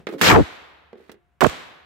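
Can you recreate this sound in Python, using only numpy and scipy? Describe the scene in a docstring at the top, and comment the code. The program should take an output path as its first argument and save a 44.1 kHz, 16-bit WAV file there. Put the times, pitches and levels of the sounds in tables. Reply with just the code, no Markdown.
"""A walled yard below a window, where two small firecrackers burst on a wooden board.
Each crack is reflected between the walls and dies away as reverberation; the blast buffets the
microphone and overloads it into a falling, warbling squelch. Before each bang a wooden stick knocks
and scrapes lightly on the sill close by. Beneath lie a brief handling rustle, a faint tone and quiet air."""
import sys
import numpy as np
from scipy import signal
from scipy.fft import rfft, irfft
from scipy.io import wavfile

SR = 44100
rng = np.random.default_rng(int(sys.argv[2]) if len(sys.argv) > 2 else 0)


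def inscribe(sig):
    """Save sig as 16-bit PCM at rate SR to the path in sys.argv[1].

    A 1-D sig is mono; a 2-D sig holds one channel per row.
    Samples are clipped to [-1, 1] before scaling.
    """
    pcm = np.round(np.clip(np.atleast_2d(sig).T, -1, 1) * 32767)
    wavfile.write(sys.argv[1], SR, pcm.astype(np.int16))


N = 81585

# Body and treble of wood meeting the sill. Each row: frequency in Hz, relative spectral density in dB.
CLACK_SPECTRUM = [(60, -29.5), (130, -12.5), (250, 13), (900, -0.5), (1300, 1.5), (1900, 2), (2800, -4.5),
                  (4200, -8), (7000, -26.5), (16000, -42)]
TICK_SPECTRUM = [(500, -19.5), (3500, 5), (7000, -2), (12000, -5), (16000, -4.5)]


def firecracker(crack_db, roar_db, hold_s, roar_t60, tail_db, tail_stretch):
    """A sharp crack and a roar that holds briefly, then fades; reflection adds echoes and reverberation."""
    # Noise colours for the crack, roar and echoes; the roar's treble has a notch near 9.5 kHz.
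    # Each row: frequency in Hz, relative spectral density in dB.
    crack_spectrum = [(40, -1.5), (200, 0), (600, -3.5), (1500, 2), (3000, -3.5), (6000, -17), (10000, -20),
                      (16000, -21)]
    roar_spectrum = [(30, -1.5), (100, 1), (300, 5), (800, -1), (2000, 0.5), (4000, -8), (7500, -10),
                     (9500, -25), (12000, -14.5), (16000, -27)]
    echo_spectrum = [(100, -1.5), (800, 3), (2500, 7.5), (5000, -3), (8000, -0.5), (10000, -13),
                     (16000, -6.5)]
    # Wall reflections. Each row: delay in seconds, level relative to the crack in dB.
    reflections = [(.0055, -6), (.0135, -20.5), (.03, -4), (0.032, -10.5), (.0585, -4.5), (.0795, -16),
                   (.089, -10.5)]
    out = amp(crack_db) * noise(crack_spectrum, correlation=.43) * fade(t60=.044) * pan(right_db=6)
    out += amp(roar_db) * noise(roar_spectrum) * fade(roar_t60, hold_s)
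    for delay, db in reflections:
        add(out, delay, amp(crack_db + db) * noise(echo_spectrum) * fade(t60=.02))
    return out + amp(tail_db) * yard_reverberation(tail_stretch)


def yard_reverberation(stretch, rise_s=.012):
    """A diffuse field builds up, then decays by absorption, the treble first; stretch scales its t60."""
    # Colour of the field. Each row: frequency in Hz, relative spectral density in dB.
    spectrum = [(30, -12.5), (70, -11.5), (130, -4.5), (300, 0.5), (600, -2.5), (1400, -1), (2400, -3.5),
                (3800, -6.5), (5000, -12), (8000, -12), (10000, -24), (16000, -26.5)]
    # Reverberation times. Each row: frequency in Hz, t60 in seconds at a stretch of 1.
    decay_times = [(60, 1.1), (250, 0.93), (700, 1.25), (2000, 1.14), (3800, 1.0266), (6000, 0.71),
                   (9000, .58), (12000, 0.88), (15000, .38)]
    hz, t, bands = signal.stft(noise(spectrum, correlation=.15), SR, nperseg=512)
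    t60 = stretch * read(decay_times, hz)[:, None]
    tail = signal.istft(bands * amp(-60 * t / t60), SR, nperseg=512)[1][:, :N]
    return tail * (1 - np.exp(-np.arange(N) / SR / rise_s))


def squelch(contour, channel_db, warble, grit):
    """Random frequency modulation roughens a gliding tone; warble and grit are shares of its pitch."""
    times, hz, db = np.transpose(contour)
    t = np.arange(N) / SR
    glide = np.exp(np.interp(t, times, np.log(hz)))
    pitch = glide * (1 + warble * wander(hz=150.17) + grit * wander(hz=753))
    phase = 2 * np.pi * np.cumsum(pitch, axis=1) / SR
    rasp = amp(-14) * np.cos(2 * phase)
    tone = np.sqrt(2) * (np.sin(phase) + rasp)
    flutter_db = 1.5 * wander(hz=234)
    level = amp(np.interp(t, times, db) + flutter_db) * (t >= times[0]) * (t <= times[-1])
    return high_pass(tone * level, hz=50) * amp(channel_db)[:, None]


def overload():
    """Driven beyond its linear range, the microphone squelches, falling in pitch as each blast ebbs."""
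    # Course of each squelch. Each row: time in seconds, pitch in Hz, level in dB before channel gain.
    first_contour = [(.213, 1507, -41), (.252, 2698, -17), (.285, 1748, -11.5), (.312, 1148, -8),
                     (.338, 599.5, -12.5), (.36, 821.8, -9), (.374, 312.3, -7.5), (.402, 326.8, -11),
                     (.417, 124.6, -10.5), (.435, 80.5, -32), (.455, 65.5, -45)]
    second_contour = [(1.409, 349.7, -19.5), (1.414, 398, -20), (1.4165, 1309, -9.5), (1.421, 655.5, -6),
                      (1.425, 1254, -11.5), (1.43, 410, -6.5), (1.436, 452, -7.5), (1.441, 223, -14),
                      (1.445, 604, -1), (1.45, 1159, -10.5), (1.454, 487, -11), (1.469, 439, -7),
                      (1.474, 74.9, -17.5), (1.505, 55, -46)]
    first = squelch(first_contour, channel_db=(0, -2.2), warble=.55, grit=.45)
    second = squelch(second_contour, channel_db=(-39, -.4), warble=.365, grit=.25)
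    return first + second


def buffeting():
    """The pressure wave passing the microphone ports raises swells of low rumble."""
    # Gaussian swells. Each row: centre and half width in seconds, left and right levels in dB.
    swells = [(0.342, 0.021, -22, -13.5), (.395, 0.025, -22.5, -25.5), (1.454, 0.0163, -53.5, -22)]
    # The rumble. Each row: frequency in Hz, relative spectral density in dB.
    spectrum = [(20, -31.5), (45, -9.5), (75, -4), (125, 0), (200, -5.5), (400, -18), (1500, -48.5),
                (16000, -90.5)]
    t = np.arange(N) / SR
    envelope = sum(amp([[left], [right]]) * np.exp(-((t - centre) / width) ** 2)
                   for centre, width, left, right in swells)
    return noise(spectrum) * envelope


def knock(ring_db, pitch_factor, clack_db, tick_db, click_t60, rise_s=.00082):
    """An impact makes a broadband click and excites the damped normal modes of the wood."""
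    # Wood modes. Each row: frequency in Hz at a pitch factor of 1, relative level in dB, t60 in seconds.
    modes = [(220.3, -8.5, 0.11), (255, -13.5, 0.041), (364, -6.5, 0.24), (427.6, 1, .085), (492, -7, 0.06),
             (592.7, -12.5, .04), (900, -14, .04), (1060, -9, 0.015), (1840, -20, .05)]
    t = np.arange(N // 4) / SR
    ring = np.zeros((2, len(t)))
    for hz, db, t60 in modes:
        cycles = hz * pitch_factor * t + rng.normal(0, .032, (2, 1))
        ring += amp(db) * fade(t60)[:len(t)] * np.sin(2 * np.pi * cycles)
    onset = 1 - np.exp(-(t / rise_s) ** 2)
    clack = amp(clack_db) * noise(CLACK_SPECTRUM, correlation=.23)
    tick = amp(tick_db) * noise(TICK_SPECTRUM, correlation=.23)
    click = (clack + tick) * fade(click_t60)
    return amp(ring_db) * ring * onset + click[:, :len(t)]


def scrape(start, end, body_db, hiss_db, edge_s=.012):
    """Sliding friction makes noise whose amplitude fluctuates, heard as grain."""
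    t = np.arange(N) / SR
    stroke = np.clip(np.minimum(t - start, end - t) / edge_s, 0, 1)
    grain = amp(2.5 * wander(hz=90.1))
    friction = amp(body_db) * noise(CLACK_SPECTRUM) + amp(hiss_db) * noise(TICK_SPECTRUM)
    return stroke * grain * friction


def stick():
    """Direct sound from the sill arrives a little to the right; the walls add a short reverberation."""
    # Impacts. Each row: start in seconds, ring level in dB, pitch factor, clack and tick levels in dB,
    # click t60 in seconds.
    knocks = [(.069, -29, 0.89, -22, -51.5, 0.047), (0.0887, -27.5, 0.97, -34, -52, 0.051),
              (0.126, -29, 0.94, -47, -52.5, 0.18), (.137, -29, 1.25, -45, -67, .03),
              (.145, -28, 0.79, -51, -71, 0.062), (.157, -34, 0.69, -54.5, -81.5, 0.037),
              (0.93, -34.5, 1.09, -45, -83.5, 0.034), (.955, -42.5, 1, -52.5, -84, 0.025),
              (1.001, -43.5, 1.08, -65, -89, 0.044), (1.0943, -43, 1.05, -37.5, -68, 0.049),
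              (1.1166, -51.5, 1.01, -46, -45, 0.041), (1.142, -47.5, .95, -57, -69.5, 0.051)]
    # Sliding strokes. Each row: start and end in seconds, body and hiss levels in dB.
    scrapes = [(0.08, 0.152, -49, -59.5), (.178, 0.252, -41, -49), (0.966, 1.102, -62.5, -74.5)]
    direct = np.zeros((2, N))
    for start, *impact in knocks:
        add(direct, start, knock(*impact))
    for stroke in scrapes:
        direct += scrape(*stroke)
    direct = high_pass(direct, hz=162)
    response = yard_reverberation(stretch=.16)
    reflected = signal.fftconvolve(direct, response / np.linalg.norm(response[0]), axes=1)[:, :N]
    return direct * pan(right_db=4) + amp(-16.5) * reflected


def handling_rustle():
    """A low rustle of handling decays exponentially from the first instant."""
    # The rustle. Each row: frequency in Hz, relative spectral density in dB.
    spectrum = [(40, -17.5), (100, -3.5), (165, 7), (250, -7.5), (400, -3), (800, -15.5), (2500, -21.5),
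                (5000, -34), (16000, -48.5)]
    return amp(-45.5) * noise(spectrum, correlation=.5) * fade(t60=.22)


def lingering_tone(start_s=1.17, hz=708, rise_s=.25, t60=.55):
    """A faint damped sinusoid swells and dies after the last knocks."""
    t = np.maximum(np.arange(N) / SR - start_s, 0)
    envelope = amp(-53 - 60 * t / t60) * (1 - np.exp(-t / rise_s))
    return envelope * np.sin(2 * np.pi * hz * t)


def outdoor_air():
    """Stationary ambient noise, strongest in the bass."""
    # Quiet air. Each row: frequency in Hz, relative spectral density in dB.
    spectrum = [(20, -20.5), (45, -11), (70, 10.5), (100, -5.5), (170, -5.5), (350, -16.5), (750, -18),
                (1500, -19.5), (2500, -24.5), (4500, -37.5), (16000, -43.5)]
    return amp(-66.5) * noise(spectrum, correlation=.5)


def amp(db):
    """Converts decibels to an amplitude ratio."""
    return 10 ** (np.asarray(db) / 20)


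def unit(x):
    """Normalises to an rms of 1."""
    return x / np.sqrt(np.mean(x ** 2) + 1e-20)


def read(points, hz):
    """Interpolates a table on a logarithmic frequency axis."""
    frequencies, values = np.transpose(points)
    return np.interp(np.log(hz + 1), np.log(frequencies), values)


def add(mix, start_s, sound):
    """Superposes a stereo sound on the mix."""
    part = mix[:, max(round(start_s * SR), 0):][:, :sound.shape[1]]
    part += sound[:, :part.shape[1]]


def pan(right_db):
    """A level difference between the channels gives direction."""
    return amp([[-right_db / 2], [right_db / 2]])


def noise(spectrum, correlation=0):
    """Spectrally shaped Gaussian noise of rms 1, with a given correlation between the channels."""
    left, independent = rng.standard_normal((2, N))
    right = correlation * left + np.sqrt(1 - correlation ** 2) * independent
    gain = amp(read(spectrum, np.fft.rfftfreq(N, 1 / SR)))
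    return unit(irfft(rfft([left, right]) * gain, N))


def fade(t60, hold_s=0):
    """A hold, then exponential decay by 60 dB in t60 seconds."""
    return amp(-60 * np.maximum(np.arange(N) / SR - hold_s, 0) / t60)


def wander(hz):
    """Band-pass noise near hz serves as a stereo modulator; envelope compression steadies its depth."""
    ratio = np.fft.rfftfreq(N, 1 / SR) / hz
    band = irfft(rfft(rng.standard_normal((2, N))) * ratio * np.exp(-ratio ** 2), N)
    envelope = abs(signal.hilbert(band))
    return unit(band / np.sqrt(envelope + 1e-9))


def high_pass(x, hz):
    """A second-order filter attenuates the bass below hz."""
    return signal.sosfilt(signal.butter(2, hz, "high", fs=SR, output="sos"), x)


def scene():
    """The background, the stick and the two firecrackers add by linear superposition."""
    # Bursts. Each row: start in seconds, crack and roar levels in dB, roar hold and t60 in seconds,
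    # reverberation level in dB, stretch factor of the reverberation time.
    bangs = [(0.2131, -13, -15.5, 0.089, .2, -24.5, 1.077), (1.4079, -16, -33, 0.0294, 0.13, -27.5, 0.9093)]
    out = outdoor_air() + handling_rustle() + stick() + lingering_tone()
    for start, *burst in bangs:
        add(out, start, firecracker(*burst))
    return out


def record(dry):
    """The microphone adds squelch and buffeting; saturation rounds the peaks and filters limit the band."""
    x = high_pass(dry + overload() + buffeting(), hz=42)
    saturated = x / (1 + (x / .95) ** 6) ** (1 / 6)
    low_pass = signal.firwin(255, cutoff=15850, window=("kaiser", 9), fs=SR)
    return signal.oaconvolve(saturated, low_pass[None], "same")


dry = scene()
out = record(dry)
inscribe(out)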